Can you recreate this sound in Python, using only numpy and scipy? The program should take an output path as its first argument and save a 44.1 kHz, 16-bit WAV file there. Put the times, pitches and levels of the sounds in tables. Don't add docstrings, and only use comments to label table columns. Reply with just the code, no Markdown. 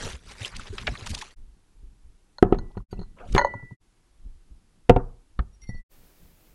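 import sys
import numpy as np
from scipy import signal
from scipy.fft import rfft, irfft, next_fast_len
from scipy.io import wavfile
from scipy.ndimage import uniform_filter1d, map_coordinates

SR = 44100
rng = np.random.default_rng(int(sys.argv[2]) if len(sys.argv) > 2 else 0)


def rack_gain(trim_db):
    fader = np.asarray(trim_db, float)
    return 10 ** (fader / 20)


def output_pcm(signal):
    pcm = np.clip(np.atleast_2d(signal).T, -1, 1) * 32767
    wavfile.write(sys.argv[1], SR, np.round(pcm).astype(np.int16))


N = 288414
LONG = SR // 2
TIME_S, BLOW_S = np.arange(N) / SR, np.arange(LONG) / SR
STRIKE_S = 3.379


def unit(x):
    return x / np.sqrt(np.mean(x ** 2) + 1e-20)


def along(points, hz):
    f, v = np.transpose(points)
    return np.interp(np.log(hz + 1), np.log(f + 1), v)


def level_curve(rows):
    s, db = np.transpose(rows)
    return rack_gain(np.interp(TIME_S, s, db, -120, -120))


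def wobble(rate):
    return map_coordinates(rng.standard_normal(int(N * rate / SR) + 4), [np.arange(N) * rate / SR])


def flutter(depth_db, rate):
    return np.pad(rack_gain(depth_db * wobble(rate)), (0, LONG))


def blow_at(curve, s):
    return curve[round(s * SR):][:LONG]


def coloured(x, spectrum):
    m = next_fast_len(N + SR // 4)
    gain = rack_gain(along(spectrum, np.fft.rfftfreq(m, 1 / SR)))
    return unit(irfft(rfft(x, m) * gain, m)[:N])


def grit(spike_db, patchy_db):
    z = signal.stft(rng.standard_normal(N), nperseg=256)[2]
    field = uniform_filter1d(rng.standard_normal(z.shape), size=3, axis=0)
    field = uniform_filter1d(field, size=7, axis=1)
    patches = signal.istft(z * rack_gain(patchy_db * unit(field)), nperseg=256)[1][:N]
    return patches * rack_gain(spike_db * wobble(700) + 1.5 * wobble(65))


def ring(modes, spread_db, attack=0.00031, free=1):
    tone = np.zeros(LONG)
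    for hz, db, t60 in modes:
        decay_db = db + spread_db * rng.standard_normal() - 60 * BLOW_S / t60 / free
        tone += rack_gain(decay_db) * np.sin(2 * np.pi * hz * BLOW_S)
    return tone * (1 - np.exp(-BLOW_S / attack)) ** 2


def puff(hz, octaves, t60):
    f = np.fft.rfftfreq(LONG, 1 / SR)
    shape = np.exp(-.5 * (np.log2((f + 1) / hz) / octaves) ** 2)
    noise = unit(irfft(rfft(rng.standard_normal(LONG)) * shape, LONG))
    return .5 * noise * rack_gain(-60 * BLOW_S / t60) * (1 - np.exp(-BLOW_S * hz)) ** 2


def dying(decays, colour):
    hz, t, z = signal.stft(rng.standard_normal(LONG), SR, nperseg=256)
    level_db = along(colour, hz)[:, None] - 60 * t / along(decays, hz)[:, None]
    tail = signal.istft(z * rack_gain(level_db), SR, nperseg=256)[1][:LONG]
    return tail / np.linalg.norm(tail)


# fade-out start, silent from, fade-in start, full again, all in seconds.
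CUTS = [
    (1.325, 1.352, 1.358, 1.372),
    (2.81, 2.858, 2.882, 2.915),
    (3.73, 3.768, 3.795, 3.82),
    (5.80, 5.835, 5.89, 5.92),
    (7, 8, 9, 10),
]


def add(track, s, sound):
    take_end = min(cut[1] for cut in CUTS if cut[1] > s)
    left = round((take_end - s) * SR)
    track[round(s * SR):][:min(left, len(sound))] += sound[:left]


HISS = [(180, -27.5), (300, -4.5), (588, -16.5), (811, -14), (1740, -19.5), (11300, -24.5), (12600, -61),
        (22000, -120)]
HISS_LAST = [ (180, -26.5), (300, -1.5), (1090, -11.5), (2710, -14), (3000, -15), (9550, -18),
             (12000, -13.5), (15700, -14.5)]
HISS_DB, HISS_LAST_DB, LAST_TAKE_S = -71, -60.5, 5.86


def hiss():
    early = rack_gain(HISS_DB) * coloured(rng.standard_normal(N), HISS)
    late_db = HISS_LAST_DB - 6.0 * (TIME_S - 6.0) + .8 * wobble(12)
    late = rack_gain(late_db) * coloured(rng.standard_normal(N), HISS_LAST)
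    return np.where(TIME_S < LAST_TAKE_S, early, late)


# widest swing in seconds, sway in dB, murmur of the top in dB.
LEANS = [(0.051, -36, -40.5), (0.3, -46, -49.5), (0.58, -37, -43.5), (0.74, -38.5, -45.5),
         (0.87, -39.5, -37.5), (1.11, -34.5, -43), (1.399, -38, -60.5), (1.838, -41, -70.5),
         (2.071, -46, -72), (2.57, -27, -38), (2.8, -35, -47), (2.99, -30, -43), (3.345, -23, -32.5),
         (3.62, -46, -60), (4.281, -36, -65), (4.52, -49, -76), (4.989, -30, -57), (5.408, -39.5, -61),
         (5.75, -31.5, -58), (5.99, -53, -61), (6.23, -53, -55.5), (6.53, -52.5, -70)]
# frequency in Hz, level in dB per Hz.
LEGS = [(8.8, -36), (15, 4.5), (27, -2.5), (39, -2), (65, -16.5), (100, -23.5), (130, -54.5), (220, -120)]
TOP = [(41, -27.5), (70, -3), (231, -9), (297, -19.5), (589, -35), (700, -45.5), (910, -76.5), (1540, -120)]
LEAN_RISE_DB_PER_S, LEAN_FALL_DB_PER_S = 220, 153
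SWAY_REST_DB, MURMUR_REST_DB = -65, -72


def leaning_table():
    s, sway_db, murmur_db = np.transpose(LEANS)[:, :, None]
    t = np.arange(0, N / SR + .01, .005)
    shape_db = np.minimum(LEAN_RISE_DB_PER_S * (t - s), LEAN_FALL_DB_PER_S * (s - t))

    def swell(db, rest_db):
        return np.interp(TIME_S, t, rack_gain(db + shape_db).max(axis=0) + rack_gain(rest_db))

    legs = coloured(rng.standard_normal(N), LEGS)
    legs /= np.sqrt(np.abs(uniform_filter1d(legs ** 2, SR // 12)) + .15)
    top = rack_gain(2.1 * wobble(14)) * coloured(rng.standard_normal(N), TOP)
    return swell(sway_db, SWAY_REST_DB) * unit(legs) + swell(murmur_db, MURMUR_REST_DB) * top


def burst(out, s, db, hz, t60, octaves):
    rise = 1 - np.exp(-BLOW_S / 0.00044)
    add(out, s, rack_gain(db) * rise * puff(hz, octaves, t60))


# time in seconds, rustle in dB.
FLOWERS = [
    (0.0, -40),
    (0.07, -37),
    (0.215, -64),
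    (0.31, -46),
    (0.35, -55),
    (0.45, -40),
    (0.515, -55),
    (1.19, -47.5),
    (1.35, -61.5),
]
# start in seconds, peak in dB, centre in Hz, width in octaves.
SNAPS = [(0.053, -25, 540, 0.33), (0.065, -21.5, 394, 0.91), (0.131, -33, 3400, 0.22),
         (0.152, -35, 1880, 0.96), (0.312, -41, 530, 0.17), (0.447, -20, 3020, 0.19),
         (0.455, -25, 3970, 0.78), (0.524, -35, 900, 0.86), (0.594, -28, 1230, 0.28),
         (0.595, -36, 7340, 0.2), (0.673, -35.5, 406, 1), (0.726, -20, 370, 0.2),
         (0.781, -19.5, 1890, 0.85), (0.869, -12.5, 1960, 0.76), (0.876, -14.5, 1900, 0.32),
         (0.877, -13, 597, 0.45), (0.953, -26, 1590, 0.51), (1.024, -36, 3820, 0.41),
         (1.065, -24, 1000, 0.52), (1.113, -37, 2000, 0.4), (1.146, -27, 3040, .4), (1.177, -29, 3455, 0.6),
         (1.214, -26, 2000, .4), (1.222, -26, 950, 0.3), (1.248, -47, 4100, 0.71)]
# frequency in Hz, level in dB per Hz.
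SILK = [(120, -25), (397, -2), (719, -9.5), (801, -7), (2110, -6.5), (5000, -18), (6500, -56),
        (11000, -120)]
SILK_TOP = [ (2350, -29), (4000, -5.5), (5060, -9), (5860, -3), (10600, -12), (12000, -21), (15600, -57),
            (22000, -120)]
SILK_BRIGHT_DB = -5.5
SNAP_T60_S, SNAP_LAW = 0.044, 0.19


def flowers():
    out = np.zeros(N + SR)
    for s, db, hz, octaves in SNAPS:
        burst(out, s, db, hz, SNAP_T60_S * (1000 / hz) ** SNAP_LAW, octaves)
    fibres = grit(spike_db=2.5, patchy_db=4)
    silk = coloured(fibres, SILK) + rack_gain(SILK_BRIGHT_DB) * coloured(fibres, SILK_TOP)
    return out[:N] + rack_gain(-0.5) * level_curve(FLOWERS) * silk


# peak time in seconds, peak in dB, centre in Hz, length in seconds, width in octaves.
SCRAPES = [(0.004, -36, 4800, .03, .5), (0.056, -33, 3000, .02, 1), (0.166, -42, 8000, .006, .5),
           (0.255, -47, 3500, .006, .8), (0.292, -40, 3000, .012, .7), (0.316, -37, 3000, .024, 1.3),
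           (0.421, -30, 2600, .01, .7), (0.44, -30, 2500, .014, .7), (0.479, -33, 5000, .01, .7),
           (0.54, -37, 1400, .04, .8), (0.56, -33, 2800, .04, .9), (0.615, -36, 2200, .09, 1.2),
           (0.568, -31, 5500, .01, .7), (0.676, -35, 2500, .04, 1.1), (0.815, -35, 2500, .05, 1.2),
           (0.832, -35, 1100, .01, .4), (0.976, -31, 3700, .008, .3), (1.016, -37, 2600, .006, .5),
           (1.069, -23, 3500, .026, 1.1), (1.105, -30, 4200, .05, 1.3), (1.149, -21, 4300, .016, .9),
           (1.19, -32, 4200, .03, 1.1), (1.219, -22, 3000, .022, 1.3), (1.313, -47, 3000, .014, 1.1),
           (2.712, -48, 800, .03, .4), (2.718, -56, 3300, .012, .6), (2.755, -47, 900, .03, .6),
           (2.805, -48, 1000, .02, .3), (2.918, -52, 3500, .026, .9), (2.98, -52, 2650, .02, .06),
           (2.975, -48, 600, .04, .5), (3.035, -50, 1200, .03, .5), (3.173, -43, 900, .012, .6),
           (3.235, -41, 700, .1, .3), (3.327, -31, 4200, .016, 1), (3.343, -36, 1800, .016, 1.1),
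           (3.3625, -28, 5500, .008, .7), (3.373, -32, 3500, .008, .9), (3.416, -24, 1300, .014, .6),
           (5.6195, -54, 5000, .006, 1)]
SCRAPE_GRAIN_DB, SCRAPE_DB, SCRAPE_NARROW = 4, -6, .72


def scrapes():
    out = np.zeros(N + SR)
    clumps = flutter(SCRAPE_GRAIN_DB, 500)
    for s, db, hz, length_s, octaves in SCRAPES:
        swell = np.sin(np.pi * np.minimum(BLOW_S / length_s, 1)) ** 2
        start = max(s - length_s / 2, 0)
        grains = puff(hz, SCRAPE_NARROW * octaves, t60=10) * blow_at(clumps, start)
        add(out, start, rack_gain(db + SCRAPE_DB) * swell * grains)
    return out[:N]


# frequency in Hz, t60 in seconds.
ROOM = [(100, .45), (500, .4), (1500, .3), (3000, .2), (10000, .1)]
# frequency in Hz, level in dB.
ROOM_COLOUR = [(100, 0), (1200, -8), (3000, -12), (10000, -15)]


def room(x):
    return signal.fftconvolve(np.pad(x, (200, 0)), dying(ROOM, ROOM_COLOUR))[:N]


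# start in seconds, peak in dB, frequency in Hz.
BUMPS = [(0.044, -29.5, 91), (0.132, -33, 64.6), (0.408, -30.5, 103.4), (0.697, -30, 92),
         (0.799, -34.5, 51.1), (0.882, -25.5, 51.4), (0.914, -29, 118), (1.017, -32, 98),
         (1.102, -26, 72.7), (1.478, -49.5, 50.7), (1.825, -38.5, 51.1), (2.047, -48, 51.1),
         (2.975, -33, 50.1), (3.325, -24.5, 45), (4.249, -39.5, 51.1), (4.502, -43, 51.7),
         (5.621, -44.5, 49), (6.241, -53, 64.6)]
# start in seconds, peak in dB, frequency in Hz.
ROCKS = [
    (3.546, -27, 104.6),
    (3.627, -31.5, 126),
    (3.713, -29.5, 127.6),
]
# start in seconds, level in dB.
SHOVE = [
    (5.39, 5),
]
# frequency in Hz, level in dB, t60 in seconds.
SHOVE_MODE = [(53, 1, 0.057)]
# start in seconds, peak in dB.
LEG_SWINGS = [
    (2.425, -24.5),
    (2.529, -24),
    (4.9, -15.5),
    (4.961, -21.5),
]
# frequency in Hz, level in dB, t60 in seconds.
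LEG_MODE = [(29.14, 2, 0.44)]
BUMP_CYCLES = 8.4


def bumps():
    out = np.zeros(N + SR)
    for s, db, hz in BUMPS + ROCKS:
        t60 = BUMP_CYCLES / hz
        swing = ring([(hz, 0, t60), (2 * hz, -10, t60 / 2)], spread_db=2.0, attack=0.005)
        brush = rack_gain(-14.5) * puff(230, octaves=0.58, t60=0.13)
        add(out, s, rack_gain(db + 7.5) * (brush - swing))
    for s, db in SHOVE:
        add(out, s, -rack_gain(db) * ring(SHOVE_MODE, 0, attack=.011))
    for s, db in LEG_SWINGS:
        add(out, s, rack_gain(db) * ring(LEG_MODE, 0, attack=0.0014))
    return out[:N]


# start in seconds, peak in dB, spoon knock in dB, treble in dB.
CLINKS = [(2.3835, -37, 6, -24), (2.4394, -66.5, 37, -8), (2.5446, -46, 23, -17),
          (2.5865, -36.5, 2.5, -20.5), (2.7744, -51, 20, -20), (2.9264, -50, 11, -15),
          (2.9926, -47, -3, -24), (3.014, -46, -2, -27), (3.029, -50, -8, -24), (3.3792, -19.5, 10, -13.5),
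          (3.3914, -29, 21, -23), (3.4124, -38, 25, -18.5), (3.4464, -49, 36.5, -7),
          (3.4694, -53, 27.5, -11), (3.5374, -62, 42.5, -4), (3.595, -80, 39, -10), (3.6254, -83.5, 42, -7),
          (3.708, -83, 35.5, -12)]
# frequency in Hz, level in dB, t60 in seconds.
SPOON = [(568, -7.5, 0.089), (875.3, -9, 0.08), (950, 5, 0.048), (1060, -13, .07), (1436, -9, .1),
         (1860, 2, .03)]
CHINA = [(3980, -9, 0.04), (4223, 2, .06), (4360, -20.5, 0.15), (4120, -24, .3)]
CHINA_TOP = [(6471, 4.5, .09), (6580, -6, .07), (9588, -11.5, .1), (5400, -14.5, .03), (7600, -10.5, .03)]
# start in seconds, peak in dB, upper
# partials in dB.
BOWL_TAPS = [
    (2.586, -61, 3),
    (2.927, -65.5, 0.5),
    (3.378, -26.5, -4),
    (5.691, -45, -25),
]
# frequency in Hz, level in dB, t60 in seconds.
BOWL = [(1971, 0, .75), (2099, -22, .45), (2988, -17, .3), (2960, -20, .3)]
BOWL_HIGH = [(4100, -19, 0.27), (4460, -22, .33), (6100, -27.5, .3)]
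# start in seconds, peak in dB.
RIM = [
    (2.9091, -38),
    (3.339, -27.5),
    (3.648, -62),
    (3.689, -75.5),
]
# frequency in Hz, level in dB, t60 in seconds.
RIM_MODES = [(1477, -11, .1), (4600, -4, .06), (6600, -12, 0.062), (8515, -14, .05), (11290, -12.5, 0.061)]
HELD, LET_GO, LET_GO_S = .36, 0.59, 2.9
ROCKING_S, ROCKING_DULL_DB = 3.43, -15
SOFT_S = .002


def china():
    out = np.zeros(N + SR)
    chatter = flutter(3.5, 90)
    for s, db, spoon_db, treble_db in CLINKS:
        free = HELD if s < LET_GO_S else LET_GO
        rim = ring(CHINA, 2, SOFT_S / 4, free)
        rim += rack_gain(treble_db + 0.5) * ring(CHINA_TOP, 2, SOFT_S / 4, free)
        upper_db = ROCKING_DULL_DB if s > ROCKING_S else 0
        spoon = ring(SPOON[:4], 2, SOFT_S, free) + rack_gain(upper_db) * ring(SPOON[4:], 2.5, SOFT_S, free)
        tick = .4 * puff(3300, octaves=.5, t60=.01)
        body = (rim + rack_gain(spoon_db) * spoon) * blow_at(chatter, s)
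        add(out, s, rack_gain(db - 0.5) * (body + tick))
    for s, db, high_db in BOWL_TAPS:
        low = ring(BOWL[:2], 0, SOFT_S / 2)
        high = ring(BOWL[2:] + BOWL_HIGH, 0, SOFT_S / 2) * blow_at(chatter, s) ** .5
        add(out, s, rack_gain(db) * (low + rack_gain(high_db) * high))
    for s, db in RIM:
        add(out, s, rack_gain(db - 3.5) * ring(RIM_MODES, 0.77, attack=0.0044))
    return out[:N]


# frequency in Hz, t60 in seconds.
BOARDS = [(60, 0.21), (300, 0.1), (700, .4), (1300, .4), (2000, .15), (4000, .03)]
# frequency in Hz, level in dB per Hz.
BOARD_COLOUR = [(60, -10.5), (250, 18.5), (520, -19), (800, -13), (1300, -20), (2000, -26), (5000, -59.5),
                (12000, -91)]
BOARDS_GRAIN_DB = 2


def thuds(events, wood, crack_hz, boards_db, lag_s, push_ms, shiver_db):
    out = np.zeros(N + SR)
    rattle = flutter(BOARDS_GRAIN_DB, 60)
    contact = np.arange(SR // 50) / SR / (push_ms / 1000)
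    push = np.sin(np.pi * np.minimum(contact, 1)) ** 2
    for s, db, crack_db, boom_db in events:
        top = ring(wood[2:], spread_db=0) + rack_gain(boom_db + 14.5) * ring(wood[:2], spread_db=0.5)
        knock = -signal.fftconvolve(top, push / push.sum())[:LONG]
        crack = rack_gain(crack_db + 8.0) * puff(crack_hz, octaves=0.58, t60=0.018)
        shiver = rack_gain(crack_db + shiver_db) * puff(crack_hz, octaves=0.43, t60=0.06)
        boards = rack_gain(boards_db) * dying(BOARDS, BOARD_COLOUR) * blow_at(rattle, s)
        add(out, s + lag_s, rack_gain(db - 6) * (knock + crack + shiver + boards))
    return out[:N]


# start in seconds, peak in dB, crack in dB, boom in dB.
SAUCER = [(2.424, 5.5, -39, -35), (2.446, -16.5, -41, -8), (2.522, -1.5, -29, -28),
          (2.544, -21, -23, -21.5), (2.768, -25.5, -25.5, -3.5), (2.926, -24, -25, -11),
          (2.989, -31.5, -22.5, -1), (3.012, -31, -39, -19.5), (3.347, -8, -10.5, -13.5),
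          (3.36, -11, -20.5, -22.5), (3.537, -41, -38, -4), (3.625, -48, -45, -9), (3.708, -46, -47, -3)]
# frequency in Hz, level in dB, t60 in seconds.
SAUCER_WOOD = [(110, -5, 0.12), (190, -4, 0.071), (258, -2.5, 0.026), (352, 1, 0.042), (393, -1, 0.029),
               (389, -19.5, 0.22), (730, -2, .04), (794, -24.5, 0.087), (1290, -1.5, .03),
               (1900, -24, .025), (1720, -30, .22), (2600, -22, .1), (3250, -25, .09), (4200, -30, .1)]


def saucer():
    return thuds(SAUCER, SAUCER_WOOD, crack_hz=2310, boards_db=7.0, lag_s=.002, push_ms=0.99, shiver_db=4)


# start in seconds, peak in dB, centre in Hz, t60
# in seconds, width in octaves.
BURSTS = [(3.361, -12, 1100, 0.056, 0.52), (2.5, -29.5, 330, .15, .6), (3.4, -35.5, 1400, 0.44, .05),
          (3.39, -26.5, 430, .35, 0.604), (4.895, -18.5, 7000, 0.0056, 1), (3.185, -40, 1400, 0.036, 0.58),
          (3.199, -44, 1230, 0.024, 0.46), (3.205, -42, 620, 0.25, 0.37), (3.3477, -24, 4000, .015, 0.98),
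          (3.3805, -20, 950, .03, .3), (3.393, -21, 950, .04, .2), (3.447, -24, 1000, .06, .12),
          (3.29, -55, 3000, .3, .5), (5.69, -44, 800, .04, .3), (5.388, -26, 350, .08, .4),
          (STRIKE_S, -15, 2200, .03, .6), (3.385, -45.5, 3400, 0.15, 0.6), (5.391, -19, 1200, 0.035, 0.49),
          (5.39, -33.5, 3270, .025, .3), (5.634, -51.5, 2000, 0.066, .7)]
# time in seconds, rub in dB.
SLIDE = [
    (3.163, -69),
    (3.19, -47.5),
    (3.25, -51.5),
    (3.315, -63.5),
    (3.34, -49),
    (3.375, -47.5),
]
# frequency in Hz, level in dB per Hz.
CLOTH = [(120, -49), (200, -16.5), (603, -6), (834, -20), (1350, -14), (2000, -27), (2900, -22.5),
         (11000, -120)]
FIZZ_DB, FIZZ_DB_PER_S = -54, 150


def bursts_and_slide():
    out = np.zeros(N + SR)
    for s, db, hz, t60, octaves in BURSTS:
        burst(out, s, db, hz, t60, octaves)
    fibres = grit(spike_db=2.5, patchy_db=4)
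    before_s = SLIDE[-1][0] - TIME_S
    fizz_db = np.where(before_s > 0, FIZZ_DB - FIZZ_DB_PER_S * before_s, -200)
    rub = level_curve(SLIDE) * coloured(fibres, CLOTH)
    return out[:N] + rub + rack_gain(fizz_db) * coloured(fibres, SILK_TOP)


# frequency in Hz, level in dB, t60 in seconds.
STRIKE_MODES = [(890, 0, .04), (1010, -4, .03), (1600, -8, .02), (2100, -5, .018)]
STRIKE_DB = -6


def strike():
    out = np.zeros(N + SR)
    add(out, STRIKE_S, -rack_gain(STRIKE_DB) * ring(STRIKE_MODES, spread_db=0, attack=.0006))
    return out[:N]


# start in seconds, peak in dB, crack in dB, boom in dB.
HOLDER = [
    (4.889, -29, -8, -8),
    (4.894, 7, -14, -26),
    (4.9, -2.5, -38, -8),
    (4.961, -3.5, -20.5, -12.5),
    (5.389, -25, -36, -0.5),
    (5.69, -38, -27, 9.5),
    (5.744, -47.5, -20, 7),
]
# frequency in Hz, level in dB, t60 in seconds.
HOLDER_WOOD = [(118, -4, 0.086), (179, -6, 0.052), (267.3, -7, 0.074), (389, -11, 0.12), (480, 2.5, 0.049),
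               (726.6, 1, 0.049), (895, -10, 0.095), (1398, -11.5, 0.069), (1982, -20.5, 0.028),
               (2672, -15, 0.1)]


def holder():
    return thuds(HOLDER, HOLDER_WOOD, crack_hz=2013, boards_db=7.0, lag_s=.0013, push_ms=.9, shiver_db=-10)


# start in seconds, peak in dB, wall ring in dB, 4 kHz part in dB.
TICKS = [(5.5318, -61, -40, -15), (5.549, -57, -40, -20), (5.607, -60, -30, -15), (5.637, -57, -30, -12),
         (5.656, -62, -30, -10), (5.6181, -46.5, -9, -12), (5.6735, -51, -6.5, 0), (5.691, -42, -30, -5),
         (5.7423, -53, -30, -15), (5.75, -66, -30, 24), (5.7723, -55, -20, -15)]
# frequency in Hz, level in dB, t60 in seconds.
GLASS = [(5660, -0.5, 0.057), (10530, -20.5, 0.092), (9850, -20, 0.056), (3690, -17, 0.045),
         (9100, -19, .04)]
GLASS_WALL = [(2100, 0.0045, 0.57)]
GLASS_MID = [(4400, 0.031, 0.074)]
WALL_HELD_S, DRAG_S = 5.692, .006


def glass():
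    out, wall = np.zeros(N + SR), np.zeros(N + SR)
    for s, db, wall_db, mid_db in TICKS:
        rim = ring(GLASS, 2.5, DRAG_S) + rack_gain(mid_db - 5) * ring(GLASS_MID, 1, DRAG_S)
        add(out, s - DRAG_S, rack_gain(db + 5) * rim)
        add(wall, s, rack_gain(db + wall_db + 1.5) * ring(GLASS_WALL, spread_db=0, attack=.002))
    held = rack_gain(-900 * np.maximum(TIME_S - WALL_HELD_S, 0))
    return out[:N] * rack_gain(2.7 * wobble(70)) + wall[:N] * held * rack_gain(1.2 * wobble(40))


def scene():
    near = flowers() + scrapes() + bumps() + china() + saucer() + bursts_and_slide() + strike() + holder() + glass()
    return (near + rack_gain(-31.0) * room(near) + leaning_table())[None]


def band_limit(x):
    return signal.sosfilt(signal.butter(12, 15900, fs=SR, output="sos"), x)


def record(dry):
    band = signal.cheby2(12, 24, 11960, fs=SR, output="sos")
    x = signal.sosfilt(band, dry) + hiss()
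    fade = np.interp(TIME_S, np.ravel(CUTS), [1, 0, 0, 1] * len(CUTS))
    x = x * fade ** 1.73
    x = x / (1 + np.abs(x) ** 40) ** (1 / 40)
    return band_limit(x)


dry = scene()
out = record(dry)
output_pcm(out)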